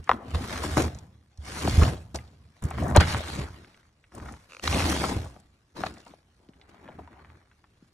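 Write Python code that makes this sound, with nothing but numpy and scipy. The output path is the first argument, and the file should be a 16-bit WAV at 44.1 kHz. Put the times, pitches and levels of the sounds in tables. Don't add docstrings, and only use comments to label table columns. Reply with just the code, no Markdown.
import sys
import numpy as np
from scipy import signal
from scipy.fft import rfft, irfft, next_fast_len
from scipy.io import wavfile
from scipy.ndimage import uniform_filter1d

SR = 44100
rng = np.random.default_rng(int(sys.argv[2]) if len(sys.argv) > 2 else 0)


def digitize_waveform(pressure):
    field = np.atleast_2d(pressure).T
    bounded = np.clip(field, -1, 1)
    quanta = np.round(bounded * 32767).astype(np.int16)
    wavfile.write(sys.argv[1], SR, quanta)


N = 349713

# freq_hz, level_db
AIR_SPECTRUM = [(18, -30), (30, 5), (76, 13.5), (597, -10), (1780, -19.5), (4780, -49), (6530, -42.5),
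                (10400, -38.5), (15000, -71)]
# time_s, pressure_db (gravel), slide_db (grit), weight_db (rumble)
STROKES = [
    [(0.0, -55.5, -74, -38), (0.05, -64, -60, -56.5), (0.13, -34, -54, -37.5), (0.19, -49, -68.5, -54.5),
     (0.33, -43, -51.5, -42)],
    [(0.34, -40.5, -53, -34.5), (0.516, -41, -42.5, -40.5), (0.66, -35.5, -42, -33),
     (0.766, -43, -44.5, -36), (0.772, -20.5, -31.5, -30), (0.817, -26.5, -37, -28.5),
     (0.868, -31.5, -46, -24), (0.9, -45.5, -56, -40), (1.137, -66.5, -86, -52)],
    [(1.375, -66, -75.5, -57.5), (1.47, -52, -47, -47), (1.6, -38.5, -38.5, -42),
     (1.69, -30.5, -38.5, -27.5), (1.744, -39.5, -38.5, -31), (1.824, -24.5, -37, -14.5),
     (1.88, -33, -39, -26), (1.945, -41.5, -52, -31), (1.98, -50.5, -59, -40.5), (2.1, -60.5, -73, -44.5)],
    [(2.15, -46, -57, -36), (2.19, -52, -59, -38), (2.27, -61, -67.5, -51.5), (2.48, -71, -76.5, -54.5),
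     (2.58, -80, -65.5, -63.5)],
    [(2.624, -38, -52.5, -36.5), (2.65, -40.5, -58, -25.5), (2.73, -46.5, -55.5, -40), (2.8, -38, -48, -27),
     (2.87, -29.5, -63, -26.5), (2.945, -36.5, -60.5, -27.5)],
    [(2.99, -32, -42.5, -19.5), (3.041, -37, -43, -23), (3.11, -36, -32, -37), (3.16, -34.5, -40, -26.5),
     (3.23, -45, -41.5, -42.5), (3.43, -39, -43.5, -33.5), (3.49, -50, -57, -45), (3.8, -68.5, -67, -70)],
    [(4.12, -57, -72, -65), (4.15, -48, -64, -46.5), (4.284, -46.5, -62.5, -43), (4.34, -51.5, -65, -45),
     (4.45, -92, -70, -63.5)],
    [(4.49, -75, -60, -87), (4.62, -64, -61.5, -76), (4.635, -41.5, -38, -50.5), (4.69, -41, -36.5, -31.5),
     (4.753, -28, -33.5, -26.5), (4.9, -30.5, -34, -36), (5.123, -31.5, -39.5, -34), (5.2, -40.5, -51, -33),
     (5.43, -64, -73, -63.5)],
    [(5.75, -56.5, -66.5, -58.5), (5.77, -37, -46, -51.5), (5.87, -40.5, -48.5, -46.5),
     (5.92, -49, -58.5, -51.5), (6.0, -60.5, -62, -72)],
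    [(6.4, -68, -109, -72.5), (6.68, -62.5, -72.5, -65), (6.86, -51, -70, -56.5), (7.0, -58.5, -71, -50),
     (7.16, -56.5, -69, -59), (7.31, -58, -72, -52.5), (7.42, -69, -75, -71)],
]
DUST_RE_GRIT_DB = [-7, 0.5, -0.5, -2.5, -6.5, -3.5, 4, 0, -3, -30.5]
SAND_RE_GRIT_DB = [-6.5, 0, -8, -3.5, 4, -3.5, 4, -9.5, -6, 7]
# gravel_db, grit_db, dust_db, rumble_db, sand_db
TRICKLE_DB = (-77, -75.5, -76, -77.5, -80)
# start_s, gravel_db, grit_db, dust_db, t60_s
CRUNCHES = [(0.344, -41, -37, -42.5, 0.15), (0.63, -36, -49, -31, 0.12), (2.143, -34, -44.5, -38, 0.13),
            (2.959, -9, -21.5, -42.5, 0.082), (2.998, -23, -21, -35, 0.19), (5.858, -36, -31, -45, 0.08),
            (6.061, -53.5, -58.5, -60, 0.45), (6.689, -47.5, -53.5, -60, 0.087),
            (6.984, -42, -80, -89, 0.15)]
# freq_hz, level_db
GRAVEL_SPECTRUM = [(90, -13.5), (180, 0), (290, 2), (450, -5.5), (750, -5.5), (1200, -12), (1800, -20.5),
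                   (3000, -39)]
# freq_hz, level_db
GRIT_SPECTRUM = [(800, -4), (1500, -2.5), (2500, -4), (3500, -4.5), (4600, -5.5), (6000, -37.5)]
# freq_hz, level_db
DUST_SPECTRUM = [(3800, -6.5), (5200, -3), (7000, -6.5), (10000, -7.5), (12500, -10.5), (14500, -26),
                 (16500, -26)]
# freq_hz, level_db
GROUND_SPECTRUM = [(20, -47), (45, -25), (62, -2), (72, -0.5), (78, 4.5), (85, -4), (105, -6), (140, -10),
                   (220, -18.5), (400, -53)]
# freq_hz, level_db
SAND_SPECTRUM = [(600, -16), (1100, 5), (1700, 2.5), (2300, 0), (3200, -28)]
# time_s, peak_db, centre_hz
TICKS = [(0.042, -39, 7150), (0.307, -36, 7950), (0.371, -50, 3700), (0.948, -34, 5140),
         (0.9878, -33, 5870), (1.375, -43.5, 5580), (0.822, -16.5, 7000), (1.6747, -20.5, 2780),
         (1.697, -21, 4500), (1.7499, -35, 8330), (2.158, -19, 5500), (2.624, -32, 9200),
         (2.639, -25.5, 9500), (2.656, -39.5, 8900), (2.687, -38.5, 8300), (2.7056, -28.5, 9200),
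         (2.835, -33.5, 7160), (2.882, -28, 9600), (2.9016, -27, 9720), (2.9634, -4.5, 8710),
         (2.971, -9.5, 3580), (3.0061, -16.5, 6000), (3.108, -30.5, 7820), (3.744, -46, 2600),
         (4.151, -31.5, 8930), (4.1816, -39.5, 8100), (4.2555, -41.5, 8000), (4.3235, -36, 8000),
         (4.676, -12.5, 3800), (5.4006, -42, 7800), (5.863, -29.5, 3980), (5.94, -39, 6400),
         (5.982, -40.5, 5000), (6.004, -42, 4500), (6.014, -47, 5000), (6.051, -44, 7040),
         (6.08, -43, 6000), (6.11, -49, 2460), (6.488, -50, 3500)]
# time_s, peak_db, centre_hz, crumbs_db (re blow)
KNOCKS = [(0.074, -32, 1190, -11), (0.093, -2.5, 930, -24), (0.1143, -5, 1030, -27.5),
          (0.343, -23.5, 780, -3), (0.634, -22, 895, -11), (0.770, -14.5, 900, -24),
          (1.676, -15.5, 800, -37), (1.815, -19, 1040, -5.5), (1.828, -18, 1530, -9),
          (1.877, -24.5, 810, -22), (2.149, -25, 600, -11), (2.188, -33, 1970, -29),
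          (2.277, -47, 3480, -17), (2.626, -43.5, 692, -21), (2.71, -25.5, 900, -17),
          (2.783, -23.5, 880, -20), (2.819, -22, 746, -3), (2.911, -21.5, 735, -28),
          (2.949, -16.5, 860, -6), (2.959, -5, 768, -12), (2.969, -8.5, 910, -22), (3.003, -17.5, 804, -12),
          (3.018, -17.5, 1492, -21), (3.146, -12.5, 903, -24), (3.646, -38, 1820, -29),
          (4.04, -45, 2020, -17), (4.12, -45, 1250, -18.5), (4.147, -48, 1220, -16), (4.177, -36, 674, -14),
          (4.2, -34.5, 1250, -28), (4.225, -42, 1250, -14), (4.258, -38, 1300, -15),
          (4.286, -33.5, 1140, -13), (4.339, -36, 1320, -34), (4.677, -13, 1270, -45),
          (4.726, -24.5, 800, -8), (5.04, -13.5, 960, -21), (5.257, -36.5, 735, -11),
          (5.363, -39.5, 730, -23.5), (5.836, -15, 944, -25), (5.864, -22, 827, -22),
          (5.969, -41, 1480, -24), (6.067, -37, 700, -20), (6.137, -38, 566, -30.5), (6.488, -41, 235, -39),
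          (6.535, -48.5, 1910, -22), (6.614, -40.5, 3100, -22), (6.8643, -47, 1294, -15.5),
          (6.878, -36, 1400, -28), (6.886, -34, 700, -15), (6.918, -45.5, 1510, -15),
          (6.99, -36.5, 700, -16), (7.075, -39, 900, -19), (7.192, -44, 936, -15),
          (7.247, -38.5, 1210, -22.5), (7.301, -42, 1470, -25), (7.514, -47.5, 1636, -21),
          (7.641, -45.5, 1258, -20), (7.822, -45.5, 218, -30.5)]
# freq_hz, t60_s
CELLAR_DECAY = [(100, 0.49), (500, 0.7), (2000, 0.74), (8000, 0.071)]
# start_s, peak_db (before swell and decay), ground_hz, t60_s
THUDS = [(0.349, -25, 80.4, 0.36), (0.382, -21, 78.8, 0.21), (0.771, -20.5, 130.6, 0.36),
         (0.819, -23, 94.5, 0.079), (1.386, -28.5, 72.4, 0.23), (1.739, -12.5, 84, 0.077),
         (1.778, -2.5, 77.4, 0.14), (1.815, -9.5, 78, 0.26), (1.835, -4.5, 77.4, 0.21),
         (2.632, -21, 77, 0.16), (2.9784, 4, 78, 0.071), (3.388, -17.5, 129, 0.099),
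         (4.687, -21, 82.4, 0.31), (4.781, -27, 79.5, 0.27), (4.84, -19.5, 77.3, 0.34),
         (5.153, -23.5, 110.7, 0.18)]
# mode_hz, level_db (relative), t60_s
SOLE_MODES = [(530, -26, 0.03), (1320, -9, 0.0067), (2600, -4.5, 0.0068), (3830, 0.5, 0.0017),
              (6130, -2.5, 0.0018)]
# start_s, peak_db
JUDDERS = [(4.727, -17), (4.745, -16.5), (4.759, -27), (4.782, -19.5), (4.795, -14.5), (4.803, -16.5),
           (4.823, -19.5)]
# freq_hz, left_lead_rad
PORT_LEAD = [(150, 0), (1300, -.6), (2000, .2), (3300, 1), (4500, 2), (4910, 3.4), (5250, 6.2), (5900, 7.1),
             (12700, 9.3), (16100, 9.4)]
# freq_hz, left_minus_right_db
PORT_LEAN = [(60, -2), (150, -0.05), (380, 3.5), (950, 4.5), (2380, -2), (5980, -0.5), (15000, 1.5)]
# freq_hz, correlation (0-1)
PORT_LIKENESS = [(100, 1.0), (400, 0.94), (1000, 0.42), (3000, 0.14), (6000, 0.88), (12000, 0.8),
                 (15000, 1)]

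AIR_DB = -67
LAND_DB_PER_S, SETTLE_DB_PER_S = 3000., 110.
DUST_STEEPER, BRISK_DB = 0.025, -42
CRUNCH_RISE_S = 0.0034
SKIPS_PER_S, SKIPS_DB, SKIP_SPREAD_DB = 33, -9, 0.5
SWELL_S, FACETS_DB = .001, 3.
CRUMBS_T60_S = .042
TICK_CRUMBS_DB, TICK_T60_S = -13., .016
ECHO_DB = -31.0
RATCHET_S, SLIP_GAP_S, SLIP_DRAG_S, SLIP_SLOWING = 4.4982, .0105, .0005, 2.05
SLIP_DB, FIRST_SLIP_DB, SLIP_BITE = -28.5, -16.5, 0.6
CEILING, EDGE_HZ = 1.5, 16300


def gain_of(db):
    return 10 ** (np.asarray(db) / 20)


def evened(x):
    return x / np.sqrt(np.mean(x ** 2) + 1e-20)


def read(points, hz):
    f, value = np.transpose(points)
    return np.interp(np.log(hz + 1), np.log(f + 1), value)


def add(mix, start_s, sound):
    part = mix[..., round(start_s * SR):][..., :sound.shape[-1]]
    part += sound[..., :part.shape[-1]]


def coloured(x, points):
    size = next_fast_len(x.shape[-1])
    gain = gain_of(read(points, np.fft.rfftfreq(size, 1 / SR)))
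    return irfft(rfft(x, size) * gain, size)[..., :x.shape[-1]]


def wander(hz):
    lowpass = signal.butter(2, hz, fs=SR, output="sos")
    return evened(signal.sosfilt(lowpass, rng.standard_normal(N)))


def still_air():
    return gain_of(AIR_DB) * evened(coloured(rng.standard_normal((2, N)), AIR_SPECTRUM))


def effort():
    t = np.arange(N) / SR
    power = gain_of(TRICKLE_DB)[:, None] ** 2 * np.ones(N)
    for stroke, dust_db, sand_db in zip(STROKES, DUST_RE_GRIT_DB, SAND_RE_GRIT_DB):
        s, *controls = np.transpose(stroke)
        landing_db = -LAND_DB_PER_S * np.maximum(s[0] - t, 0)
        settling_db = -SETTLE_DB_PER_S * np.maximum(t - s[-1], 0)
        pressure, slide, weight = (np.interp(t, s, c) + landing_db + settling_db for c in controls)
        dust = slide + dust_db + DUST_STEEPER * (slide - BRISK_DB)
        power += gain_of([pressure, slide, dust, weight, slide + sand_db]) ** 2
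    after = t[:SR // 2]
    rise = np.minimum(after / CRUNCH_RISE_S, 1)
    for start_s, *layers_db, t60_s in CRUNCHES:
        crunch = gain_of(np.c_[layers_db] - 60 * after / t60_s) * rise
        add(power[:3], start_s, crunch ** 2)
    return np.sqrt(power)


def grains(per_s, spread_db, clumps, colour):
    size = gain_of(spread_db * np.minimum(rng.exponential(1, (2, N)), 5))
    size = size * rng.choice([-1, 1], (2, N))
    breaks = evened(size * (rng.random((2, N)) < per_s / SR))
    train = breaks + .7 * rng.standard_normal((2, N))
    return evened(coloured(train, colour) * clumps)


def patchy(x, patchy_db):
    z = signal.stft(x, nperseg=512)[2]
    patches = uniform_filter1d(rng.standard_normal(z.shape[1:]), size=3, axis=0)
    patches = evened(uniform_filter1d(patches, size=8, axis=1))
    return evened(signal.istft(z * gain_of(patchy_db * patches), nperseg=512)[1][:, :N])


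def knock(peak_db, hz, crumbs_db, t60_s, size):
    t, f = np.arange(size) / SR, np.fft.rfftfreq(size, 1 / SR) + 20
    crumbs = rng.standard_normal(size)
    blow = gain_of(crumbs_db - 60 * t / t60_s) * (1 - np.exp(-t / 0.002)) * crumbs
    blow[0] = 1
    late = np.exp(-2j * np.pi * 1.55 * np.log(f / f[-1]))
    band = np.exp(-(np.log2(f / hz) / 0.71) ** 2)
    skirt = 0.16 / (1 + (f / max(3800., hz)) ** 6) / (1 + (hz / 34.0 / f) ** 2) + 0.004
    skirt = skirt * min(hz / 1100.0, 1) ** 2
    ripple = evened(uniform_filter1d(uniform_filter1d(crumbs, size=20), size=20))[:len(f)]
    uneven = irfft(FACETS_DB * np.log(10) / 20 * ripple)
    facets = np.exp(rfft(2 * uneven * (t < t[-1] / 2)) - uneven[0] - 2j * np.pi * f * SWELL_S)
    body = irfft(rfft(blow) * late * facets * (band + skirt))
    body = body * np.minimum(2 - 2 * t / t[-1], 1) ** 2
    return gain_of(peak_db) * body / abs(body).max()


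def skips(level):
    chance, size, kind = rng.random(N), rng.exponential(1, N), rng.integers(0, 8, N)
    skip_gain = gain_of(SKIPS_DB + SKIP_SPREAD_DB * np.minimum(size, 3))
    train = level * skip_gain * (chance < SKIPS_PER_S / SR)
    shapes = [knock(0, hz, -13.5, 0.013, 1024) for hz in np.geomspace(900., 4500., num=8)]
    return sum(signal.oaconvolve(train * (kind == k), shape)[:N] for k, shape in enumerate(shapes))


def scrape():
    slips = .7 * wander(hz=29.4) + 1.2 * wander(hz=152.0)
    grit = grains(2500., 3.2, gain_of(1.5 * slips + 1.4 * wander(hz=400.)), GRIT_SPECTRUM)
    sand = grains(1500., 4.8, gain_of(1.9 * slips + 0.49 * wander(hz=59.4)), SAND_SPECTRUM)
    dust = grains(4000., 2.8, gain_of(1.3 * slips + 1.4 * wander(hz=400.)), DUST_SPECTRUM)
    gravel = grains(2000., 2.6, gain_of(1.5 * slips + 0.32 * wander(hz=62.8)), GRAVEL_SPECTRUM)
    rumble = grains(300., 2.5, gain_of(1.1 * slips), GROUND_SPECTRUM)
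    layers = patchy(gravel, 3.2), patchy(grit, 3.8), patchy(dust, 3.2), rumble, patchy(sand, 0.96)
    gains = effort()
    ground = sum(gain * layer for gain, layer in zip(gains, layers))
    return ground + skips(gains[1]) * np.array([[1], [.3]])


def stones():
    out = np.zeros(N)
    for time_s, peak_db, hz in TICKS:
        add(out, time_s - SWELL_S, knock(peak_db, hz, TICK_CRUMBS_DB, TICK_T60_S, 4096))
    for time_s, peak_db, hz, crumbs_db in KNOCKS:
        add(out, time_s - SWELL_S, knock(peak_db, hz, crumbs_db, CRUMBS_T60_S, 4096))
    return out


def cellar(x):
    taps = np.zeros((2, SR // 2))
    at = np.arange(200, SR // 2 - 20, 20) + rng.integers(0, 20, (2, 1))
    at = at + rng.integers(0, 10, at.shape) - 10
    np.put_along_axis(taps, at, rng.choice([-1., 1.], at.shape), 1)
    hz, t, z = signal.stft(taps, SR, nperseg=256)
    decay = gain_of(-60 * t / read(CELLAR_DECAY, hz)[:, None])
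    tail = signal.istft(z * decay, SR, nperseg=256)[1]
    return signal.fftconvolve(x[None], tail / np.linalg.norm(tail[0]), axes=1)[:, :N]


def thuds():
    out, t = np.zeros(N), np.arange(SR // 2) / SR
    swell = 1 - np.exp(-t / 0.0033)
    for start_s, peak_db, hz, t60_s in THUDS:
        turns = hz * (t + 0.00083 * (1 - np.exp(-t / 0.0036)))
        add(out, start_s, gain_of(peak_db - 60 * t / t60_s) * swell * np.sin(2 * np.pi * turns))
    return out


def sole_slips():
    out, t = np.zeros(N), np.arange(2000) / SR
    k = np.arange(7)
    drag_s = np.cumsum(np.r_[0, SLIP_DRAG_S * SLIP_SLOWING ** k[:-1]])
    starts_s = RATCHET_S + SLIP_GAP_S * k + drag_s
    peaks_db = SLIP_DB + FIRST_SLIP_DB * SLIP_BITE ** k
    for start_s, peak_db in [*zip(starts_s, peaks_db), *JUDDERS]:
        slip = np.zeros(len(t))
        for hz, db, t60_s in SOLE_MODES:
            bent_hz = hz * rng.uniform(.93, 1.07)
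            slip += gain_of(db - 60 * t / t60_s) * np.sin(2 * np.pi * bent_hz * t)
        slip *= 1 - np.exp(-t / 0.00079)
        add(out, start_s, gain_of(peak_db) * slip / abs(slip).max())
    return out


def ports(pair):
    hz = np.fft.rfftfreq(N, 1 / SR)
    one, twin = rfft(pair)
    half = np.arccos(np.clip(read(PORT_LIKENESS, hz), 0, 1)) / 2
    tilt = gain_of(read(PORT_LEAN, hz) / 2) * np.exp(.5j * read(PORT_LEAD, hz))
    left = (np.cos(half) * one + np.sin(half) * twin) * tilt
    right = (np.cos(half) * one - np.sin(half) * twin) / tilt
    return irfft([left, right], N)


def scene():
    hits = stones() + sole_slips()
    echo = gain_of(ECHO_DB) * cellar(hits)
    direct = (hits + thuds()) * np.array([[1], [0]])
    return ports(still_air() + scrape() + echo + direct)


def record(dry):
    soft = CEILING * np.tanh(dry / CEILING)
    lowpass = signal.firwin(511, EDGE_HZ, window=("kaiser", 9), fs=SR)
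    return signal.oaconvolve(soft, lowpass[None], "same")


dry = scene()
out = record(dry)
digitize_waveform(out)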